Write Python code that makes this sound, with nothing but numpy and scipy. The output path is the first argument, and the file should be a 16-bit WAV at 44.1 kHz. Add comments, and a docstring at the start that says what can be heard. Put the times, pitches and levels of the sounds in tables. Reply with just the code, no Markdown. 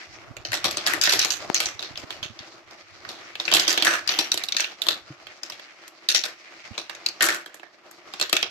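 """Carpeted stairs, where glass marbles run through the plastic tubes, ramps and funnels of a toy track.
Each knock is a burst of noise plus a short chatter, ringing plastic walls, hollow air and a treble part.
Rolling is a dense stream of tiny knocks over a fine rub; settling marbles rattle in dying bounces.
A near wall and the stairwell echo knocks and rattles; the hand-held phone adds low thuds and rumble."""
import sys
import numpy as np
from scipy import signal
from scipy.fft import rfft, irfft, next_fast_len
from scipy.io import wavfile
from scipy.ndimage import uniform_filter1d

SR = 44100
rng = np.random.default_rng(int(sys.argv[2]) if len(sys.argv) > 2 else 0)


def generate_wav(sig):
    """Save sig (samples, or channels by samples) to the path in sys.argv[1] as 16-bit PCM at SR."""
    pcm = np.round(np.clip(np.atleast_2d(sig).T, -1, 1) * 32767).astype(np.int16)
    wavfile.write(sys.argv[1], SR, pcm)


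N = 374847
TIME = np.arange(N) / SR  # s

# Marbles knocking on plastic. Each row: time in seconds, peak in dB, pitch of the struck piece in Hz,
# hollow part in dB relative to the peak, treble part in dB relative to the peak.
KNOCKS = [(0.368, -24, 2450, -12, -39), (0.4511, -16.5, 3820, -15, -34), (0.5195, -18.5, 2780, -15, -6),
          (0.5316, -16, 2120, -9.5, 1.5), (0.5414, -12, 4620, -14.5, -6), (0.6435, -8.5, 3570, -11.5, -4.5),
          (0.7106, -18, 4300, -17, -5), (0.771, -11.5, 5470, -13, -20), (0.8651, -8.5, 4600, -17, -10),
          (0.8728, -11.5, 1810, -31, 0), (0.936, -13.5, 1420, -10, 1.5), (1.014, -6, 4820, -45, -43),
          (1.038, -6.5, 4530, -43, -7), (1.074, -12, 1900, -11.5, -22), (1.0943, -8.5, 4700, -49, -1),
          (1.1241, -5.5, 3290, -19, -10.5), (1.1353, -9, 4250, -14, -3), (1.1929, -5.5, 5050, -25, -19),
          (1.2479, -10, 5460, -16, -5), (1.3051, -10, 5700, -49, -32), (1.5454, -6, 5780, -34.5, -42),
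          (1.603, -11.5, 2450, -14, 3), (1.658, -10, 4950, -25, -44), (1.7931, -21, 3660, -14, -34),
          (1.8267, -22, 3500, -16, -29), (1.957, -25.5, 3140, -27, -28), (1.975, -21, 4730, -17.5, -16),
          (2.1059, -24, 2910, -13.5, -8.5), (2.2293, -19, 3140, -20.5, -40), (2.391, -27, 3620, -21, -24),
          (2.71, -37, 4400, -12, -33), (3.0502, -29.5, 1510, -13, -26), (3.0906, -27, 4040, -12, -2),
          (3.3548, -22, 2640, -17, -34), (3.4, -15.5, 3540, -13.5, -38), (3.4534, -17, 4200, -20, -34.5),
          (3.48, -13, 2570, -14.5, -43), (3.5157, -11.5, 3040, -15, -5), (3.525, -7.5, 2880, -11.5, -25.5),
          (3.5379, -4.5, 3300, -15.5, -0.5), (3.5484, -11, 3360, -8.5, 1), (3.567, -7.5, 2970, -19.5, -24),
          (3.597, -6.5, 4470, -43, -14.5), (3.6791, -7, 4770, -16.5, -20), (3.705, -11, 4550, -23, -17),
          (3.7282, -12.5, 4600, -14.5, -3), (3.7767, -8, 3250, -14, -29), (3.8238, -6.5, 3160, -18.5, -7),
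          (3.8497, -10, 1880, -23, 0), (3.87, -6, 1700, -39, -14), (3.937, -13.5, 1620, -25, -10),
          (4.0761, -8, 4510, -50, -29), (4.0916, -7, 3650, -20, -49), (4.1895, -7, 3730, -13.5, -2),
          (4.3181, -7, 3870, -22, -11.5), (4.342, -13.5, 3150, -13, -1.5), (4.376, -13, 3710, -19.5, -2),
          (4.4379, -16.5, 3530, -20, -3.5), (4.4867, -16.5, 3650, -39, -7.5),
          (4.523, -12.5, 3750, -47, -41), (4.548, -20.5, 3280, -13, -19), (4.567, -7.5, 4160, -48, -29),
          (4.598, -11.5, 2510, -20.5, -31), (4.6051, -9, 4300, -47, -37), (4.6438, -13.5, 2610, -49, -33),
          (4.819, -13, 3200, -44, -6), (4.8676, -16, 3200, -12, -5.5), (4.8865, -5, 3580, -18, -4),
          (5.2693, -29.5, 2480, -11, -47), (5.4337, -20.5, 4800, -22, -38), (5.5, -23.5, 4630, -13.5, -7.5),
          (5.522, -29, 3300, -10.5, -30), (5.5967, -33, 2360, -9, -29), (5.8795, -39, 2600, -31, 10.5),
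          (6.0883, -5, 5240, -31.5, -10), (6.102, -15.5, 4860, -34, -24), (6.1477, -6.5, 4900, -19.5, -10),
          (6.2383, -15, 3650, -26, -7), (6.7793, -16.5, 3660, -12.5, -49),
          (6.8967, -19.5, 2440, -16.5, -33), (6.9507, -27.5, 4580, -15, -54.5),
          (7.063, -10.5, 4370, -35, -28), (7.0875, -16.5, 4640, -27, -45.5), (7.2084, -6, 1820, -21, -43.5),
          (7.224, -14, 1680, -14, 9.5), (7.242, -19, 1640, -25, 0), (7.2872, -13, 1800, -10.5, 1.5),
          (7.325, -22, 1460, -28, -6), (7.346, -25.5, 1840, -9, 5), (7.461, -28.5, 1695, -10, -3),
          (7.544, -40.5, 1700, 1, 11), (7.5968, -34.5, 2350, -10, -34), (7.632, -35, 1790, -5, -37),
          (7.912, -41, 1650, -8, 8.5), (8.1378, -20.5, 3740, -13.5, -41), (8.1987, -19, 2730, -12, -2),
          (8.2132, -9.5, 3320, -15.5, -3), (8.226, -14.5, 3700, -16, -15), (8.296, -24.5, 3380, -13, 4),
          (8.329, -5.5, 3240, -10.5, -1.5), (8.367, -7, 3210, -24, -34), (8.4281, -10, 3080, -15.5, -43)]
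# Rolling levels, joined by straight lines. Each row: time in seconds, plastic walls in dB,
# hollow air of the tubes in dB.
ROLLING_LEVELS = [(0.0, -42.5, -54), (0.4, -55, -44), (0.62, -41, -50), (0.92, -33.5, -36.5),
                  (1.09, -53, -37.5), (1.21, -27, -54), (1.35, -41, -40.5), (2.67, -52, -53),
                  (3.38, -44.5, -46), (3.6, -33, -41.5), (3.74, -35, -47), (4.21, -44, -45.5),
                  (4.45, -42.5, -45.5), (4.97, -48, -47), (5.4, -49.5, -52.5), (5.5, -47, -53),
                  (7.29, -46.5, -48), (7.81, -61, -58.5), (8.14, -45.5, -51), (8.33, -42, -76),
                  (8.5, -70, -64)]
# Low thuds. Each row: start in seconds, peak before panning in dB, pitch in Hz,
# left minus right in dB, rise time in milliseconds.
THUDS = [(0.305, -47.5, 112, -39, 4.1), (1.5005, -12, 372, 23.5, 0.77), (1.906, -41.5, 126, -21, 3.4),
         (1.986, -47, 110, -12, 6), (2.036, -38.5, 111, -20, 3.2), (2.222, -40.5, 105, -17, 4),
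         (2.255, -39, 140, -19, 2.2), (2.296, -42, 100, -20, 6.7), (2.401, -44, 110, -19, 3.9),
         (5.101, -29.5, 136, 0, 6.4), (6.708, -37, 98, -23, 4.8)]
# Handling rumble, joined by straight lines. Each row: time in seconds, level before panning in dB.
RUMBLE_LEVELS = [(0.0, -76), (0.23, -52), (0.45, -48.5), (2.34, -56), (2.6, -67), (2.91, -62),
                 (3.67, -63.5), (5.369, -68.5), (5.89, -81.5), (7.31, -67), (7.65, -85), (8.5, -65)]
# Air modes of the tubes. Each row: pitch in Hz, width in Hz, level in dB.
TUBE_AIR_MODES = [(67, 26, -7.5), (188.6, 140, -11.5), (342, 44, 3), (617, 120, 0), (782, 153, -2),
                  (1208, 283, -4)]
# Modes of the plastic walls. Each row: pitch in Hz, width in Hz, level in dB.
WALL_MODES = [(1368, 290, 15), (1873, 736, 16.5), (2177, 540, 18), (2697, 670, 11), (4506, 1190, 14.5),
              (4550, 2650, 9.5), (5485, 810, 12), (6290, 470, 7.5), (6900, 23000, -19)]
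# The treble bands above the walls. Each row: pitch in Hz, width in Hz, level in dB.
TREBLE_MODES = [(8470, 5400, 14), (11300, 900, 16), (12380, 280, 11.5)]
# A marble settling among others. Each row: start in seconds, length in seconds, level in dB,
# pitch in Hz.
RATTLES = [(0.868, 0.091, -24.5, 1660), (1.029, 0.22, -31.5, 5130), (3.088, 0.15, -43.5, 3660),
           (3.541, 0.36, -27.5, 3340), (3.853, 0.13, -16.5, 1670), (4.093, 0.2, -27, 2780),
           (4.608, 0.14, -37.5, 3380), (6.241, 0.043, -24.5, 1740), (7.222, 0.16, -24.5, 1490)]
# Treble colour of the microphone port. Each row: frequency in Hz, gain in dB.
MIC_RESPONSE = [(20, -4), (7000, 0.5), (8500, -5), (10200, -13.5), (12300, 3), (13300, -17.5), (14300, -22),
                (15200, -71.5)]
# Where the marbles are on the track. Each row: start in seconds, looseness of the joints in dB,
# clearness of the ring in dB.
TRACK_PARTS = [(0.0, 3.5, -1.5), (1.7, 9, 2), (3.3, 3, 4.5), (4.3, -5, 3), (4.555, 0, 3.5), (5.0, 4.5, 4),
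               (7.0, 2.5, 16), (7.19, 8.5, 5.5), (8.0, -5, -8)]

PORT_LAG = int(0.0003 * SR)  # samples by which the right port hears treble late


def undb(db):
    """Turn decibels into a gain."""
    return 10 ** (np.asarray(db) / 20)


def unit(x):
    """Bring a sound to an RMS of one."""
    return x / np.sqrt(np.mean(x ** 2))


def ring(x, modes, scatter_db=0.):
    """Pass x through damped modes; scatter gives each mode its own strength in each channel."""
    n = next_fast_len(x.shape[-1], True)
    f = np.arange(n // 2 + 1) * SR / n
    chance = rng.standard_normal((len(modes), 2, 1))
    gain = 0
    for k, (hz, width, db) in enumerate(modes):
        resonance = 1 / (1 + 1j * (f / hz - hz / (f + 1)) * hz / width)
        gain = gain + (-1) ** k * undb(db + scatter_db * chance[k]) * resonance
    return irfft(rfft(x, n) * gain, n)[:, :x.shape[-1]]


def walk(rate):
    """Draw random levels, rate of them a second, and slide from each to the next."""
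    k = int(SR / rate)
    steps = np.repeat(rng.standard_normal(N // k + 1), k)
    return uniform_filter1d(steps, k)[:N]


def add(out, s, x, pan_db):
    """Mix a two-channel sound in at s seconds, with left minus right of pan_db."""
    i = int(s * SR)
    x = x[:, :N - i]
    out[:, i:i + x.shape[1]] += x * undb(np.array([[pan_db], [-pan_db]]) / 2)


def ticks(n, per_s, spread_db):
    """Scatter uneven tiny contacts, at the same moments in both channels."""
    size = undb(spread_db * np.minimum(rng.exponential(size=n), 3))
    struck = rng.random(n) < per_s / SR
    return unit(struck * size * rng.standard_normal((2, n)))


def rolling():
    """Seams and bumps under the marbles: dense small ticks over a fine rub; each wall mode flickers alone."""
    s, walls_db, hollow_db = np.transpose(ROLLING_LEVELS)
    waver = undb(2.2 * walk(45) + 1.8 * walk(16))
    rub = 1.7
    contact = (np.abs(ticks(N, per_s=600, spread_db=1.5)) + rub) * waver
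    tilt_db = -3  # per octave above 1400 Hz
    walls = 0
    for hz, width, db in WALL_MODES:
        flicker = undb(4.5 * walk(18))
        mode = (hz, 0.86 * width, db + tilt_db * np.log2(hz / 1400))
        walls = walls + flicker * ring(contact * rng.standard_normal((2, N)), [mode])
    # a rolling contact is too soft for the top
    walls = signal.sosfilt(signal.butter(3, 7000, fs=SR, output="sos"), walls)
    push = contact * rng.standard_normal((2, N))
    walls = unit(walls) + undb(-25.0) * unit(ring(push, TREBLE_MODES))
    air = push.mean(axis=0) + 0.77 * push  # long waves reach both ports alike
    hollow = unit(ring(air, TUBE_AIR_MODES[1:]) * undb(3 * walk(12)))
    walls_gain = undb(np.interp(TIME, s, walls_db))
    hollow_gain = undb(np.interp(TIME, s, hollow_db))
    return walls * walls_gain + hollow * hollow_gain


def rumble():
    """The hand on the case: bumpy noise through two low modes, stronger at the right port."""
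    s, db = np.transpose(RUMBLE_LEVELS)
    pan_db = -7  # left minus right
    grip = undb(7 * walk(22))
    modes = [(45.3, 140, -25.0), (111, 27, -12.0)]  # pitch Hz, width Hz, dB
    low = unit(ring(rng.standard_normal((2, N)) * grip, modes))
    return low * undb(np.interp(TIME, s, db) + np.array([[pan_db], [-pan_db]]) / 2)


def swell(t, ms):
    """Rise to one in ms milliseconds, then die away."""
    return 1000 * t / ms * np.exp(1 - 1000 * t / ms)


def thuds():
    """Bumps on carpet and phone case: two dull modes swell and die; a quick bump also snaps."""
    out, t = np.zeros((2, N)), np.arange(8192) / SR
    upper_db, snap_db, snap_ms = -3, 8, 0.15
    for s, peak_db, hz, pan_db, rise_ms in THUDS:
        modes = np.sin(2 * np.pi * hz * t) + undb(upper_db) * np.sin(2 * np.pi * 2.27 * hz * t)
        snap = swell(t, snap_ms) * np.cos(400 * t / snap_ms)
        body = swell(t, rise_ms) * modes + undb(snap_db) / rise_ms ** 2 * snap
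        # little far below the mode
        body = signal.sosfilt(signal.butter(2, hz / 2, "high", fs=SR, output="sos"), body)
        body = body / np.abs(body).max() * undb(peak_db)
        add(out, s, np.tile(body, (2, 1)), pan_db)
    return out


def piece(hz, fall_db, clear_db=0.):
    """Favour wall modes near the piece's pitch by fall_db an octave, and add a few thin modes of its own."""
    walls = [(f, w, db - fall_db * abs(np.log2(f / hz))) for f, w, db in WALL_MODES]
    pitch = [(hz, hz / 7, 9.5 + clear_db)]
    spread_oct = 0.586
    own = np.clip(hz * 2 ** (spread_oct * rng.standard_normal(4)), 900, 9000)
    return walls + pitch + [(f, f / 20, 4) for f in own]


def knocks():
    """A short bright crack; a moment later the loose joints shake a wider part of the track."""
    out, t = np.zeros((2, N)), np.arange(6144) / SR
    crack_s, wait_s, shake_s, lead_s = 0.002, 0.007, 0.028, 0.0018
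    fall_db, shake_fall_db = 11, 6  # per octave away from the struck pitch
    shake_db, shake_db_per_db = -9, 0.41  # a harder knock has a larger share of after-shake
    scatter_db, pan_db, pan_scatter_db = 2.5, -1.5, 2.5
    alike = 0.16  # share of the push's power common to both channels
    crack = (t / crack_s * np.exp(1 - t / crack_s)) ** 2
    shake = np.exp(-t / shake_s) / (1 + (wait_s / (t + 1 / SR)) ** 4)  # sets in after the wait
    for s, peak_db, hz, hollow_db, treble_db in KNOCKS:
        chatter = uniform_filter1d(np.abs(ticks(len(t), 450, spread_db=2)[0]), 90)
        joints = np.minimum(unit(chatter), 1.6) + 0.45
        loose_db, clear_db = [row[1:] for row in TRACK_PARTS if row[0] <= s][-1]
        after = undb(loose_db + shake_db + shake_db_per_db * peak_db) * shake * joints
        both, left, right = rng.standard_normal((3, len(t)))
        push = np.sqrt(alike) * both + np.sqrt(1 - alike) * np.array([left, right])
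        side_db = pan_db + pan_scatter_db * rng.standard_normal()
        struck, whole = piece(hz, fall_db, clear_db), piece(hz, shake_fall_db)
        layers = [(push, struck, whole, 0),
                  (both, TUBE_AIR_MODES, TUBE_AIR_MODES, hollow_db),  # long waves reach both ports alike
                  (push, TREBLE_MODES, TREBLE_MODES, treble_db)]
        for noise, near, wide, db in layers:
            part = ring(noise * crack, near, scatter_db) + ring(noise * after, wide, scatter_db)
            top = np.abs(part[0] + np.roll(part[1], PORT_LAG)).max() / 2
            add(out, s - lead_s, part / top * undb(peak_db + db), side_db)
    return out


def stairwell(x):
    """One echo from the near wall, then a diffuse tail whose treble dies first and whose bass is shared."""
    wall_echo_s, wall_echo_db = 0.0065, -14
    room_t60_s, treble_t60_s, room_db = 0.25, 0.03, -12
    t = np.arange(int(0.4 * SR)) / SR
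    noise = rng.standard_normal((2, len(t)))
    bass = signal.lfilter([0.1], [1, -0.9], noise)
    noise = noise - bass + 0.88 * bass.sum(axis=0) + 0.09 * bass
    dull = signal.lfilter([0.25], [1, -0.75], noise)
    tail = dull * undb(-60 * t / room_t60_s) + (noise - dull) * undb(-60 * t / treble_t60_s)
    tail = tail * np.clip(t / 0.0049, 0, 1) ** 2  # the tail builds up in 4.9 ms
    tail = tail / np.sqrt(np.sum(tail ** 2, axis=1, keepdims=True)) * undb(room_db)
    tail[:, int(wall_echo_s * SR)] += undb(wall_echo_db)
    return signal.fftconvolve(x, tail, axes=1)[:, :N]


def rattles():
    """Quick bounces too dense to count, dying out; the bright part dies first, the piece's pitch stays."""
    out, t = np.zeros((2, N)), np.arange(16384) / SR
    treble_db, hollow_db, bright_db = -18, -12, -3
    fade_s, bright_fall, pan_db = 0.07, 0.68, -1.5
    for s, length_s, db, hz in RATTLES:
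        fade = 1 / (1 + np.exp((t - length_s) / fade_s * 4))
        force = np.exp(-1.2 * t / length_s) * fade * np.clip(t / 0.004, 0, 1)
        push = ticks(len(t), 700, spread_db=3) + 0.5 * rng.standard_normal((2, len(t)))
        own = [(hz, hz / 2.3, 0)]
        bright = unit(ring(push, piece(5.2 * hz, 0.))) + undb(treble_db) * unit(ring(push, TREBLE_MODES))
        bright = undb(bright_db) * bright * np.exp(-bright_fall * t / 0.54)
        # the pitch is rung twice for a steeper peak
        body = unit(ring(ring(push, own), own))
        body = body + undb(hollow_db) * unit(ring(push[0], TUBE_AIR_MODES))
        add(out, s, (body + bright) * force * undb(db), pan_db)
    return out


def scene():
    """Place knocks and rattles in the stairwell, then add rolling, thuds and rumble."""
    hits = knocks() + rattles()
    wet = stairwell(hits)
    # the direct treble reaches the right port later; its bass stays in time
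    late = np.roll(hits[1], PORT_LAG)
    low = signal.lfilter([0.12], [1, -0.88], hits[1] - late)
    hits[1] = late + low
    # small parts radiate little deep bass
    thin = signal.sosfilt(signal.butter(1, 130, "high", fs=SR, output="sos"), hits + wet)
    return thin + rolling() + thuds() + rumble()


def record(dry):
    """Loud peaks round off; the microphone port has a notch and a peak in the treble; the top is cut."""
    hz, db = np.transpose(MIC_RESPONSE)
    grid = np.linspace(0, SR / 2, 257)
    gain = undb(np.interp(np.log(grid + 1), np.log(hz), db))
    port = signal.firwin2(129, grid, gain, fs=SR)
    rounded = np.tanh(0.9 * dry) / 0.9
    soft = signal.fftconvolve(rounded, port[None], mode="same", axes=1)
    top_hz = 15500
    return signal.sosfilt(signal.ellip(10, 0.2, 90, top_hz, fs=SR, output="sos"), soft)


dry = scene()
out = record(dry)
generate_wav(out)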